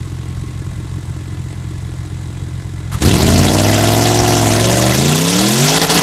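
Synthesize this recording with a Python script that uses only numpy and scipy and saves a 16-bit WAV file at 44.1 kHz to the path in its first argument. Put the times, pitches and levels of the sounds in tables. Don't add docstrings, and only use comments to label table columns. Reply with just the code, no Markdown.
import sys
import numpy as np
from scipy import signal
from scipy.io import wavfile
from scipy.ndimage import uniform_filter1d

SR = 44100
rng = np.random.default_rng(int(sys.argv[2]) if len(sys.argv) > 2 else 0)


def dump_mix(stems):
    frames = np.atleast_2d(stems).T
    limited = np.clip(frames, -1, 1)
    pcm = np.round(limited * 32767).astype(np.int16)
    wavfile.write(sys.argv[1], SR, pcm)


def ratio_of_db(decibels):
    return 10 ** (np.asarray(decibels, float) / 20)


N = 265482

FAR_BANK = [0, 1, 0, 0, 1, 0, 1, 1]
# (thump [dB], bark [dB], rasp [dB], runner delay [ms])
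CYLINDERS = [(2.5, -2.5, 1.5, 0.5), (0, -9, -5.5, 0.15), (1.3, -5.5, 1.5, 0.03), (-4, 1, 0, 0.33),
             (0, -9, -10, 0.33), (1.5, -1, 1.1, 0.59), (-1, -8.5, -9.5, .02), (-2, -17, -2.5, 0.45)]
# (frequency [Hz], width [Hz], level cold at idle [dB], level under load [dB])
THUMP_MODES = [(136.3, 27, 2, -23), (177, 40, -11, -33)]
BARK_MODES = [(229, 86, -6, 10), (307.3, 35, 12, 14), (364, 20, -59, 11), (506, 33, -9, -6)]
RASP_MODES = [(720, 56, 5, -4), (1015, 30, -1, 3.5), (1397, 43, 1, 3.5), (1702, 38, 3.5, -2),
              (2028, 77, 4, -2), (2770, 540, -21, -9), (3354, 13.5, 4, 5)]
# (frequency [Hz], density [dB per Hz])
BAY_SPECTRUM = [(310, -36.5), (520, 8), (572, -0.5), (665, -10), (762, -3), (862, 1), (1390, -1),
                (1530, -7), (1960, -1), (2500, -7), (3620, -6), (5300, -9.5), (7980, -6.5), (13600, -23.5)]
# (frequency [Hz], density [dB per Hz])
RASP_SPECTRUM = [(470, 3.5), (800, 3), (1550, -1.5), (2020, 0.5), (2270, -1.5), (2620, -1.5), (6440, -1),
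                 (10400, -7.5), (13600, -12.5)]
# (start [s], end [s], level [dB])
SPARK_CUTS = [
    (5.784, 5.815, -7),
    (5.852, 5.894, -7.5),
    (5.997, 6.018, -6),
]
# (delay [ms], level [dB])
ECHOES = [(4.5, -16), (38, -21), (67, -22), (109, -24)]
# (time [s], far pipe lag [ms], far pipe level [dB], mouth ring [Hz], shadow on the pipe mouths [dB])
PASSING = [(0, 2.27, -1.5, 700, -7), (2.95, 2.72, 2.5, 624, -3), (3.4, 2.65, -4, 600, 4.5),
           (4.2, 2.87, 0.5, 720, 4.5), (4.5, 2.7, -2, 670, 3), (4.65, 3.82, 2, 527, 3.5),
           (4.9, 3.98, -1, 566, 3.5), (5.02, 3.2, -17, 367, -17), (5.45, 3.66, 11.5, 437, -9.5),
           (5.6, 3.8, 9, 470, -24), (5.72, 2.64, 2, 730, -7), (6.02, 3.3, 17, 705, -12.5)]
# (time [s], length [s], level [dB], intake ring [Hz], ring width [Hz])
GULP = (2.916, .048, -31, 1160, 130)
# (time [s], level [dB])
BUFFETS = [(.38, -33), (.74, -30), (1.1, -34), (3.04, -22), (4.21, -22), (5.39, -35), (5.68, -30)]
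# (time [s], engine speed [cycles per s])
IDLING = [(0, 5.48), (.9, 5.51), (1.7, 5.49), (2.98, 5.48)]
# (time [s], speed [cycles per s])
PULLING = [(2.98, 17.7), (4.05, 22.32), (4.19, 22.55), (4.35, 22.25), (4.52, 21.35), (4.75, 23.76),
           (4.91, 24.68), (4.99, 27.1), (5.31, 35.22), (5.55, 43.97), (5.71, 52.4), (5.78, 55.5),
           (6.02, 57)]
# (idle level [dB], open throttle level [dB], slope [dB per octave of revs],
# first surge [dB], change at the limiter [dB])
LAYERS = [
    (-24, -15.5, -2.5, 2, -0.5),
    (-38, -20, -1, -1, -0.5),
    (-55, -15.5, 6, -8.5, 1.7),
    (-42.5, -19.5, 3, 7.5, 1),
]
STRONG_ORDERS = [3, 5, 8]

CATCH_S, FLYWHEEL_LAG_S = 2.98, 0.145
BARK_OPENS_S, BARK_ATTACK_S = 2.99, 0.039
CRACKED_SHARE = 0.26
SURGE_DECAY_S = 0.082
REFERENCE_CYCLE_HZ, LIMITER_CYCLE_HZ = 22, 53.8
STANDING_HZ, STANDING_WIDTH_HZ, STANDING_DB, BARK_YIELDS = 146.3, 6.4, 5, 0.36
THUMP_ORDER, THUMP_LOW_HZ, THUMP_HIGH_HZ = 4.43, 76, 149
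MOUTH_REST_HZ = 750
TURBINE_REST_HZ, SPOOL_HZ_PER_S, SPOOL_STARTS_S, RIDGE_DB = 3810, 1550, 3, -7.5
PASSED_S, PASSED_WIDTH_S = 4.95, 0.03
TURBINE_BEHIND_HZ = 3450
SHADED_HZ, SHADED_WIDTH_HZ, SHADED_SHARE, SHADE_LIFTS_S = 1110, 2100, 0.38, 5.65
LIMITER_RUMBLE_DB = 12
TICK_HZ, TICK_WIDTH_HZ, TICK_DB, TICKS_PER_CYCLE = 7970, 500, -56.5, 16
WHINE_HZ, WHINE_DB, WHINE_FADES_S = 1086, -52.5, 1.3


def revs(t):
    idle, = in_time(IDLING)
    pulled, = in_time(PULLING)
    return idle + (pulled - idle) * (1 - np.exp(-np.maximum(t - CATCH_S, 0) / FLYWHEEL_LAG_S))


def firings(cycle_hz, lag_ms, far_db, load):
    slots = 8 * (np.cumsum(cycle_hz) / SR - 0.014)
    shot = np.arange(int(slots[-1]))
    at = np.interp(shot, slots, np.arange(N))
    here = at.astype(int)
    ragged = (cycle_hz[here] > LIMITER_CYCLE_HZ) | (abs(cycle_hz[here] - 12) < 5.5)
    chance = rng.standard_normal((2000, 4))[shot].T * (1 - 0.55 * load[here])
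    chance = chance * (1 + 2 * ragged)
    *own_db, runner_ms = np.array(CYLINDERS)[shot % 8].T
    far = np.array(FAR_BANK)[shot % 8]
    at_s = at / SR + (runner_ms + far * lag_ms[here] + 0.14 * chance[3]) / 1000
    even = 1 - 0.72 * load[here]
    thump_db = own_db[0] * even + far * far_db[here] + 2.3 * chance[0]
    bark_db = own_db[1] * even + far * far_db[here] + 2.6 * chance[1]
    rasp_db = own_db[2] * (0.15 + 0.85 * load[here]) + 1.3 * chance[2]
    return [clicks(at_s, -ratio_of_db(db)) for db in (thump_db, bark_db, rasp_db)]


def layer_levels(t, cycle_hz, shadow_db):
    opened = np.clip((t - BARK_OPENS_S) / BARK_ATTACK_S, 0, 1)
    opened = np.maximum(opened, CRACKED_SHARE * (t > GULP[0]))
    octaves = np.log2(cycle_hz / REFERENCE_CYCLE_HZ)
    surge = np.exp(-np.maximum(t - BARK_OPENS_S - BARK_ATTACK_S, 0) / SURGE_DECAY_S)
    limited = np.clip(cycle_hz - LIMITER_CYCLE_HZ, 0, 1)
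    levels = []
    for idle_db, open_db, slope_db, surge_db, limit_db in LAYERS:
        driven_db = open_db + slope_db * octaves + surge_db * surge
        levels.append(idle_db + opened * (driven_db - idle_db) + limit_db * limited)
    thump, bark, ring, hiss = levels
    boom_db = STANDING_DB * sum(np.exp(-((order * cycle_hz - STANDING_HZ) / STANDING_WIDTH_HZ) ** 2)
                                for order in STRONG_ORDERS)
    return thump + boom_db, bark - BARK_YIELDS * boom_db, ring + opened * shadow_db, hiss


def muffled(x):
    return signal.sosfilt(signal.butter(5, 420, fs=SR, output="sos"), x)


def exhaust_thump(shots, cycle_hz, load):
    hz = np.clip(THUMP_ORDER * cycle_hz, THUMP_LOW_HZ, THUMP_HIGH_HZ)
    fixed_modes = pipe(shots, THUMP_MODES[1:], load) - pipe(shots, THUMP_MODES[:1], load)
    thump = muffled(moving(moving(shots, hz, width_hz=62) + fixed_modes, hz, width_hz=170))
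    rounder = signal.sosfilt(signal.butter(3, 200, fs=SR, output="sos"), thump)
    return evened(load * thump - (1 - load) * rounder)


def exhaust_bark(shots, load):
    bark = resonance(pipe(shots, BARK_MODES, load), 310, 300)
    return evened((1 - load) * muffled(bark) + load * bark)


def mouth_ring(t, shots, mouth_hz):
    hz = np.where(t < CATCH_S, MOUTH_REST_HZ, mouth_hz)
    ring = moving(shots, hz, width_hz=240)
    ring = moving(ring, hz * 1.04, width_hz=200)
    return evened(moving(ring, hz * 0.88, width_hz=240))


def rasp(shots, load, ridge_hz):
    fall, rise = np.exp(-1 / (0.005 * SR)), np.exp(-1 / (0.0015 * SR))
    puffs = signal.lfilter([1], [1, -fall], -shots)
    gust = evened(signal.lfilter([1 - rise], [1, -rise], puffs))
    steady = 2.6 - 1.9 * load
    bay_hiss = np.sqrt(1 - load) * coloured(BAY_SPECTRUM, patchy_db=1.0)
    gas_hiss = np.sqrt(load) * coloured(RASP_SPECTRUM, patchy_db=2.64)
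    gated = (bay_hiss + gas_hiss) * (steady + gust)
    rings = 0.9 * ratio_of_db(2.2 * drift(5)) * pipe(gated, RASP_MODES, load)
    ridge = ratio_of_db(RIDGE_DB) * moving(gated, ridge_hz, width_hz=380)
    return evened(gated + rings + ridge)


def turbine_hz(t):
    spooled = TURBINE_REST_HZ + SPOOL_HZ_PER_S * np.maximum(t - SPOOL_STARTS_S, 0)
    return spooled + gone_by(t, PASSED_S) * (TURBINE_BEHIND_HZ - spooled)


def gone_by(t, at_s):
    return 0.5 + 0.5 * np.tanh((t - at_s) / PASSED_WIDTH_S)


def shaded(t, x):
    between = gone_by(t, PASSED_S) - gone_by(t, SHADE_LIFTS_S)
    return x - SHADED_SHARE * between * resonance(x, SHADED_HZ, SHADED_WIDTH_HZ)


def spark():
    gain = np.ones(N)
    for start_s, end_s, depth_db in SPARK_CUTS:
        gain[round(start_s * SR):round(end_s * SR)] = ratio_of_db(depth_db)
    return uniform_filter1d(gain, size=60)


def limiter_rumble(cycle_hz, thump_db):
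    thud = resonance(resonance(rng.standard_normal(N), 130, 200), 130, 200)
    return ratio_of_db(thump_db - 18 + LIMITER_RUMBLE_DB * (cycle_hz > LIMITER_CYCLE_HZ)) * rms_one(thud)


def gulp():
    start_s, length_s, level_db, hz, width_hz = GULP
    age = np.clip((np.arange(N) / SR - start_s) / length_s, 0, 1)
    bright = signal.butter(2, [800, 13000], "band", fs=SR, output="sos")
    air = signal.sosfilt(bright, rng.standard_normal(N))
    return ratio_of_db(level_db) * np.sin(np.pi * age) ** 0.6 * (air + 10 * resonance(air, hz, width_hz))


def bay(t, cycle_hz):
    turns = TICKS_PER_CYCLE * np.cumsum(cycle_hz) / SR
    at_s = np.interp(np.arange(1, int(turns[-1])), turns, t)
    chance = rng.standard_normal((4000, 2))[:len(at_s)].T
    taps = clicks(at_s + 0.0014 * chance[0], ratio_of_db(7.4 * chance[1]))
    burst = signal.lfilter([1], [1, -0.97], taps) * rng.standard_normal(N)
    ticks = ratio_of_db(TICK_DB) * evened(resonance(burst, TICK_HZ, TICK_WIDTH_HZ))
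    whine = ratio_of_db(WHINE_DB + 2 * drift(7.1)) * np.sin(2 * np.pi * WHINE_HZ * t)
    return ticks + whine / (1 + (t / WHINE_FADES_S) ** 4)


def roadside(x):
    dull, out = signal.lfilter([0.25], [1, -0.75], x), x.copy()
    for ms, echo_db in ECHOES:
        lag = round(ms * SR / 1000)
        out[lag:] += ratio_of_db(echo_db) * dull[:-lag]
    return out


def wind():
    t = np.arange(N) / SR
    lumps = ratio_of_db(-42 + 3.5 * drift(4))
    swell = lumps + sum(ratio_of_db(db) * np.exp(-((t - s) / 0.025) ** 2) for s, db in BUFFETS)
    return swell * rms_one(resonance(resonance(rng.standard_normal(N), 42, 60), 42, 60))


def clicks(at_s, sizes):
    at = np.clip(at_s * SR, 0, N - 2)
    whole = at.astype(int)
    part = at - whole
    return np.bincount(whole, sizes * (1 - part), N) + np.bincount(whole + 1, sizes * part, N) + 1e-18


def peak_taps(r):
    return np.array([1, 0, -1]) * (1 - r * r) / 2


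def resonance(x, hz, width_hz):
    r = np.exp(-np.pi * width_hz / SR)
    return signal.lfilter(peak_taps(r), [1, -2 * r * np.cos(2 * np.pi * hz / SR), r * r], x)


def moving(x, hz, width_hz):
    r, state, out = np.exp(-np.pi * width_hz / SR), np.zeros(2), np.empty(N)
    for i in range(0, N, 128):
        poles = [1, -2 * r * np.cos(2 * np.pi * hz[i] / SR), r * r]
        out[i:i + 128], state = signal.lfilter(peak_taps(r), poles, x[i:i + 128], zi=state)
    return out


def pipe(x, modes, load):
    return sum(ratio_of_db(cold_db + (hot_db - cold_db) * load) * resonance(x, hz, width_hz)
               for hz, width_hz, cold_db, hot_db in modes)


def coloured(spectrum, patchy_db):
    edges = 400 * 2 ** np.arange(0, 5.4, 1 / 3)
    out, white = 0, rng.standard_normal((2, N))
    hz, level_db = np.transpose(spectrum)
    for k, (low, high) in enumerate(zip(edges, edges[1:])):
        band = signal.sosfilt(signal.butter(2, [low, high], "band", fs=SR, output="sos"), white[k % 2])
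        band_db = np.interp(np.log(low * high) / 2, np.log(hz), level_db)
        out = out + band * ratio_of_db(band_db + patchy_db * drift(26))
    return rms_one(out)


def drift(rate):
    r = np.exp(-80 * np.pi * rate / SR)
    slow = signal.lfilter([1], [1, -2 * r, r * r], rng.standard_normal(N // 40 + 2002))[2000:]
    return np.interp(np.arange(N) / 40, np.arange(len(slow)), rms_one(slow))


def rms_one(x):
    return x / np.sqrt(np.mean(x ** 2) + 1e-20)


def evened(x, span_s=0.21):
    size = round(span_s * SR)
    power = uniform_filter1d(uniform_filter1d(x ** 2, size=size), size=size)
    return x / np.sqrt(power + 1e-20)


def in_time(rows):
    s, *columns = np.transpose(rows)
    return [np.interp(np.arange(N) / SR, s, column) for column in columns]


def scene():
    t = np.arange(N) / SR
    cycle_hz = revs(t)
    load = np.clip((cycle_hz - 5.6) / 4.5, 0, 1)
    lag_ms, far_db, mouth_hz, shadow_db = in_time(PASSING)
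    thump_db, bark_db, ring_db, rasp_db = layer_levels(t, cycle_hz, shadow_db)
    thumps, barks, gusts = firings(cycle_hz, lag_ms, far_db, load)
    exhaust = ratio_of_db(thump_db) * exhaust_thump(thumps, cycle_hz, load)
    exhaust += ratio_of_db(bark_db) * exhaust_bark(barks, load)
    exhaust += ratio_of_db(ring_db - 10) * mouth_ring(t, gusts, mouth_hz)
    exhaust += ratio_of_db(rasp_db) * shaded(t, rasp(gusts, load, turbine_hz(t)))
    engine = exhaust * spark() + limiter_rumble(cycle_hz, thump_db) + gulp() + bay(t, cycle_hz)
    return (ratio_of_db(-1.44) * roadside(engine) + wind())[None]


def roll_off(x):
    return signal.sosfilt(signal.butter(12, 15710, fs=SR, output="sos"), x)


def record(dry):
    x = signal.sosfilt(signal.butter(2, 42, "high", fs=SR, output="sos"), dry)
    x = 1.682 * np.tanh(x / 1.086)
    low = signal.sosfilt(signal.ellip(12, 0.3, 60, 13930, fs=SR, output="sos"), x)
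    top = signal.sosfilt(signal.ellip(8, 0.3, 60, [13960, 15750], "band", fs=SR, output="sos"), x)
    return roll_off(low + ratio_of_db(-13.5) * top)


dry = scene()
out = record(dry)
dump_mix(out)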